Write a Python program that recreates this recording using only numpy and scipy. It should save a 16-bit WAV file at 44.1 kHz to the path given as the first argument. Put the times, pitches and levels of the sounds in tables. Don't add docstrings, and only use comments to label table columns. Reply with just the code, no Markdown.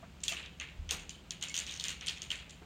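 import sys
import numpy as np
from scipy import signal
from scipy.fft import rfft, irfft
from scipy.io import wavfile

SR = 44100
rng = np.random.default_rng(int(sys.argv[2]) if len(sys.argv) > 2 else 0)


def generate_wav(signal):
    frames = np.transpose(np.atleast_2d(signal))
    scaled = np.clip(frames, -1, 1) * 32767
    pcm = np.round(scaled).astype(np.int16)
    wavfile.write(sys.argv[1], SR, pcm)


N = 116865

# frequency in Hz, relative level in dB.
CRACK_SPECTRUM = [(300, -15), (1500, -15), (3000, 3), (5000, -3), (6700, 8), (7800, -6), (8600, 1),
                  (10500, -23), (13500, -24), (16000, -20)]
def snap(ring_db, ring_hz, tick_db, tick_hz):
    t = np.arange(2048) / SR
    ring = amp(-4.5) * swell(t, rise_s=0.00012, decay_s=0.001) * np.sin(2 * np.pi * ring_hz * t)
    rough = unit(band(rng.standard_normal(len(t)), ring_hz / 1.13, ring_hz * 1.13))
    tail = amp(-11.5) * swell(t, rise_s=0.001, decay_s=0.003) * rough
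    tick = amp(-1.5) * swell(t, rise_s=0.00038, decay_s=0.00035) * np.sin(2 * np.pi * tick_hz * t)
    crack = amp(-11) * swell(t, rise_s=0.00038, decay_s=0.0019) * noise(CRACK_SPECTRUM, len(t))
    sound = amp(ring_db) * (ring + tail) + amp(tick_db) * (tick + crack)
    return band(sound, low_hz=2040, high_hz=8770)

# frequency in Hz, relative level in dB.
SPLIT_SPECTRUM = [(1500, -21), (5000, 10.5), (9500, 4.5), (11500, -11.5), (13500, 3), (16000, -16)]
def split(force_db):
    t = np.arange(16384) / SR
    hard_snap_db, steepness = -25.5, 2.22
    burst = amp(-25) * swell(t, rise_s=0.00008, decay_s=0.0005)
    linger = amp(-40) * grain(len(t), depth_db=2.5) * swell(t, rise_s=0.007, decay_s=decay_time(t60=0.16))
    return amp(steepness * (force_db - hard_snap_db)) * (burst + linger) * noise(SPLIT_SPECTRUM, len(t))

# start in seconds, ring gain in dB, ring pitch in Hz, tick gain in dB,
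# tick pitch in Hz, slapback gain in dB, room send in dB, room treble trim in dB.
CLICK_HITS = [(0.2045, -52, 3540, -46, 6360, -6, -63, -1), (0.2348, -31, 3570, -32, 6300, -21, -42, 0),
              (0.2375, -31, 3300, -20, 7600, -10, -48.5, 3.5),
              (0.281, -18.5, 3370, -17, 6400, -10, -35.5, -2), (0.284, -42, 3320, -30, 6470, -14, -58, -2),
              (0.3229, -21.5, 2800, -28, 6150, -8, -38.5, -7.5),
              (0.3685, -29, 3030, -41, 7800, -16, -37, -14.5),
              (0.4279, -35.5, 3130, -44, 6470, -18, -46, -27),
              (0.4604, -35.5, 3350, -44.5, 6300, -15, -52, -14),
              (0.5995, -26.5, 2780, -31.5, 6400.0, -5.5, -37, -15),
              (0.6869, -36.5, 2680, -55, 6680.0, -17, -51.5, -18),
              (0.8914, -28.5, 3060, -31, 5900, -8, -35, -12),
              (0.9092, -25.5, 3330, -14.5, 6660, -13, -36.5, -1),
              (0.997, -37, 2880, -38.5, 7200, -12, -53, 0.5), (1.094, -46, 3800, -26.5, 6640, -9, -48, -1),
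              (1.3073, -29, 3610, -22, 6200, -11.5, -43.5, -5),
              (1.412, -41, 3220, -33.5, 6170.0, -2, -42, -6),
              (1.426, -23, 3340, -21, 6980, -5.5, -35.5, -7.5),
              (1.485, -61, 3530.0, -31, 6760, 1, -55.5, 10.5),
              (1.5424, -21, 3050, -27.5, 6300, -4.5, -39.5, 2),
              (1.5656, -27.5, 3400, -22.5, 5870, -4.5, -40.5, -3.5),
              (1.5769, -29, 3080, -21.5, 6800, -14, -50.5, 10),
              (1.5892, -29, 3400, -20.5, 6670.0, -5.5, -37, -8.5),
              (1.666, -34, 3460, -32, 6100, -14, -41, -3), (1.6942, -30, 3560, -40, 6170.0, -7, -41.5, -11),
              (1.711, -33, 3500, -26.5, 6400, -4.5, -47, 1.5),
              (1.7398, -44, 3140, -30.5, 6040, -9, -48, -5), (1.763, -43, 3440, -35, 6050, -1, -49.5, 0),
              (1.7978, -23.5, 3920, -27.5, 6100, -4.5, -41, -2.5),
              (1.8398, -28, 3540, -22.5, 6950, -11, -34.5, -5.5),
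              (1.8833, -25, 3200, -23, 6130, -19, -37, -2.5),
              (1.8946, -47, 3200, -30.5, 6540, -12, -47, -16), (1.905, -47, 3300, -29, 7900, -12, -58, 0),
              (2.0103, -31, 3160, -34.5, 5900, -21, -39, -14.5),
              (2.0619, -46, 3020, -29.5, 6850, -5, -48, 5.5),
              (2.0696, -23.5, 3140, -25.5, 8500, -8, -38.5, -9),
              (2.0813, -18, 2950, -36, 6460.0, -3.5, -53, 2),
              (2.0846, -21.5, 4190, -22.5, 5570, -6.5, -36, -9.5),
              (2.163, -37, 2860, -45, 6420.0, 3, -48.5, -7), (2.219, -33, 3380, -25, 6300, -8, -43.5, -3),
              (2.3039, -22, 3050, -28.5, 6720, 1, -34, -8.5), (2.356, -36, 3070, -35, 7760, -12, -61, 4),
              (2.388, -37, 3160, -50, 6400, 0.5, -46, -21),
              (2.4959, -49, 3300, -39.5, 7070, 3.5, -50.5, -4)]
# start in seconds, end in seconds.
CRACKLE_SPELLS = [(1.419, 1.93), (2.032, 2.2), (2.332, 2.53)]
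GROUND_DELAY_S, SLAP_DELAY_S, CRACKLES_PER_S = 0.0025, 0.01152, 14
def clicks():
    near, far = np.zeros(N), np.zeros(N)
    for start, ring_db, ring_hz, tick_db, tick_hz, slap_db, room_db, treble_db in CLICK_HITS:
        sound = snap(ring_db, ring_hz, tick_db, tick_hz)
        force_db = (max(ring_db, tick_db) + room_db + treble_db) / 2
        add(near, start, sound)
        add(near, start, split(force_db))
        add(near, start + GROUND_DELAY_S, amp(-20.5) * sound)
        add(near, start + SLAP_DELAY_S, amp(slap_db) * sound)
        add(far, start, amp(room_db) * room(ring_hz, tick_hz, treble_db))
    for start, end in CRACKLE_SPELLS:
        count = round((end - start) * CRACKLES_PER_S)
        for place, size in rng.random((count, 2)):
            db = -54 + 14 * size
            add(near, start + place * (end - start), snap(db, ring_hz=3500, tick_db=db, tick_hz=5700))
    return near + pen(flutter(far))

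# frequency in Hz, relative level in dB.
BODY_SPECTRUM = [(200, -21), (500, -18.5), (950, -19.5), (1500, -12), (2100, -6.5), (2850, -1.5),
                 (3700, -7.5), (4500, -13.5), (6000, -29.5), (16000, -58)]
TREBLE_SPECTRUM = [(2500, -27), (4300, 0), (5200, -9.5), (6300, 0.5), (7150, 4), (7800, -21), (8400, -2.5),
                   (9300, -12), (10800, -35.5), (12000, -24), (13500, -23), (16000, -29)]
def room(ring_hz, tick_hz, treble_db):
    t = np.arange(32768) / SR
    def fade(late_t60, early_t60=0.28, late_share=0.19):
        early_power = (1 - late_share) * amp(-120 * t / early_t60)
        return np.sqrt(early_power + late_share * amp(-120 * t / late_t60))
    body_shift = (ring_hz / 3300) ** 0.73
    body = noise(BODY_SPECTRUM, len(t), body_shift) * fade(late_t60=0.5)
    treble_shift = (tick_hz / 6500) ** 0.44 * np.exp(0.014 * rng.standard_normal())
    treble = noise(TREBLE_SPECTRUM, len(t), treble_shift) * fade(late_t60=0.18)
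    attack = 1 - np.exp(-t / 0.007)
    return attack * (amp(-3.5) * body + amp(treble_db - 2.5) * treble)

def flutter(x, feedback=0.12):
    out = np.zeros(N)
    for bounce in range(6):
        add(out, bounce * SLAP_DELAY_S, x * feedback ** bounce)
    return out * np.sqrt(1 - feedback ** 2)

# pitch in Hz, gain in dB.
PEN_RESONANCES = [(1983, -13), (2458, -7), (2604, -2), (2858, -3), (3121, -2), (3212, -2), (3392, -5),
                  (3583, -17), (3768, 7.5)]
def pen(x, t60=0.32):
    grainy = x * grain(N, depth_db=1.5)
    radius = np.exp(-1 / (decay_time(t60) * SR))
    ringing = np.zeros(N)
    for hz, db in PEN_RESONANCES:
        pole = radius * np.exp(2j * np.pi * hz / SR)
        ringing += 2 * amp(db) * signal.lfilter([1 - radius], [1, -pole], grainy).real
    return grainy + ringing

# start in seconds, level in dB, pitch in Hz, time to fall 60 dB in seconds.
RINGING_NOTES = [(.288, -36.5, 2700, 0.17), (0.28, -32.5, 3340, 0.077), (0.6, -50.5, 2540, 0.2),
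                 (.618, -44, 2100, 0.1), (1.5, -42.5, 2200, 0.13)]
def notes():
    out, t = np.zeros(N), np.arange(SR // 2) / SR
    for start, db, hz, t60 in RINGING_NOTES:
        envelope = swell(t, rise_s=0.0023, decay_s=decay_time(t60))
        add(out, start, amp(db) * envelope * wavering(hz, t))
    return out

# start in seconds, puff level in dB, ring gain in dB, base pitch in Hz,
# time for the puff to fall 60 dB in seconds.
KNOCK_HITS = [(0.025, -54.5, -48.5, 674, 0.13), (.315, -50.5, -45, 679, 0.2), (0.391, -59, -63, 646, .19),
              (0.911, -46, -48.5, 458, 0.37), (2.615, -57.5, -53, 410, 0.14)]
# frequency in Hz, relative level in dB.
PUFF_SPECTRUM = [(350, -2), (900, -3.5), (1300, -1), (2200, -8), (4000, -21), (15000, -60)]
# multiple of the base pitch, relative level in dB.
HOLLOW_MODES = [(1.002, 0.5), (1.79, -7), (2.85, -23)]
def knocks(rise_s=0.0058, ring_t60=0.068):
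    out, t = np.zeros(N), np.arange(16384) / SR
    for start, puff_db, ring_db, hz, puff_t60 in KNOCK_HITS:
        puff = noise(PUFF_SPECTRUM, len(t)) * swell(t, rise_s, decay_time(puff_t60))
        modes = sum(amp(db) * wavering(hz * multiple, t) for multiple, db in HOLLOW_MODES)
        ring = modes * swell(t, rise_s, decay_time(ring_t60))
        add(out, start, amp(puff_db) * puff + amp(ring_db) * ring)
    return out

# start in seconds, level in dB, pitch in Hz, decay in seconds.
LOW_BUMPS = [(0.785, -38, 41, 0.038), (.79, -36, 72.4, 0.036), (0.869, -43.5, 72.3, 0.056),
             (0.969, -50.5, 41.6, 0.087)]
def bumps(rise_s=0.0072):
    out, t = np.zeros(N), np.arange(SR // 2) / SR
    for start, db, hz, decay_s in LOW_BUMPS:
        add(out, start, amp(db) * swell(t, rise_s, decay_s) * np.sin(2 * np.pi * hz * t))
    return out

# time in seconds, pitch in Hz, level in dB.
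CHIRP_CONTOUR = [(1.096, 2750, -67), (1.11, 2850, -46), (1.128, 2950, -81), (1.152, 3100, -50),
                 (1.168, 3000, -70), (1.19, 3150, -56.5), (1.232, 3000, -78)]
def chirp():
    t = np.arange(N) / SR
    times, hz, db = np.transpose(CHIRP_CONTOUR)
    pitch = np.interp(t, times, hz) * (1 + 0.038 * drift(N, rate_hz=330))
    envelope = amp(np.interp(t, times, db)) * (t > times[0]) * (t < times[-1])
    return envelope * np.sin(2 * np.pi * np.cumsum(pitch) / SR)

# frequency in Hz, relative level in dB.
AIR_SPECTRUM = [(20, -34), (35, -14), (58, 5), (100, -6.5), (145, -2.5), (210, -7), (290, -12.5),
                (700, -18.5), (1100, -21), (2000, -24), (2700, -20.5), (5700, -32.5), (7200, -30),
                (10500, -45.5), (16000, -41.5)]
# pitch in Hz, rms level in dB.
HUM_TONES = [(71.5, -62.5), (168.8, -64)]
def background():
    hum, t = np.zeros(N), np.arange(N) / SR
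    for hz, db in HUM_TONES:
        hum += amp(db) * np.sqrt(2) * wavering(hz, t, depth_rad=0.13, rate_hz=4.4)
    return amp(-55.5) * noise(AIR_SPECTRUM, N) + hum

def amp(db):
    return 10 ** (np.asarray(db) / 20)

def unit(x):
    return x / np.sqrt(np.mean(x ** 2) + 1e-20)

def add(mix, start_s, sound):
    part = mix[max(round(start_s * SR), 0):][:len(sound)]
    part += sound[:len(part)]

def band(x, low_hz, high_hz):
    return signal.sosfilt(signal.butter(2, [low_hz, high_hz], "bandpass", fs=SR, output="sos"), x)

def decay_time(t60):
    return t60 / np.log(1000)

def swell(t, rise_s, decay_s):
    shape = (1 - np.exp(-(t / rise_s) ** 2)) * np.exp(-t / decay_s)
    return shape / shape.max()

def noise(spectrum, size, shift=1):
    points_hz, db = np.transpose(spectrum)
    hz = np.fft.rfftfreq(size, 1 / SR)
    gain = amp(np.interp(np.log(hz + 1), np.log(points_hz * shift), db))
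    return unit(irfft(rfft(rng.standard_normal(size)) * gain, size))

def drift(size, rate_hz):
    hz = np.fft.rfftfreq(size, 1 / SR)
    lowpass = (hz > 0) / (1 + (hz / rate_hz) ** 4)
    return unit(irfft(rfft(rng.standard_normal(size)) * lowpass, size))

def grain(size, depth_db):
    return unit(amp(depth_db * drift(size, rate_hz=252)))

def wavering(hz, t, depth_rad=0.46, rate_hz=109):
    return np.sin(2 * np.pi * hz * t + depth_rad * drift(len(t), rate_hz))

def scene():
    return (clicks() + notes() + knocks() + bumps() + chirp() + background())[None]

def record(dry):
    lowpass = signal.firwin(301, 16000, window=("kaiser", 9), fs=SR)
    return signal.oaconvolve(dry, lowpass[None], "same")

dry = scene()
out = record(dry)
generate_wav(out)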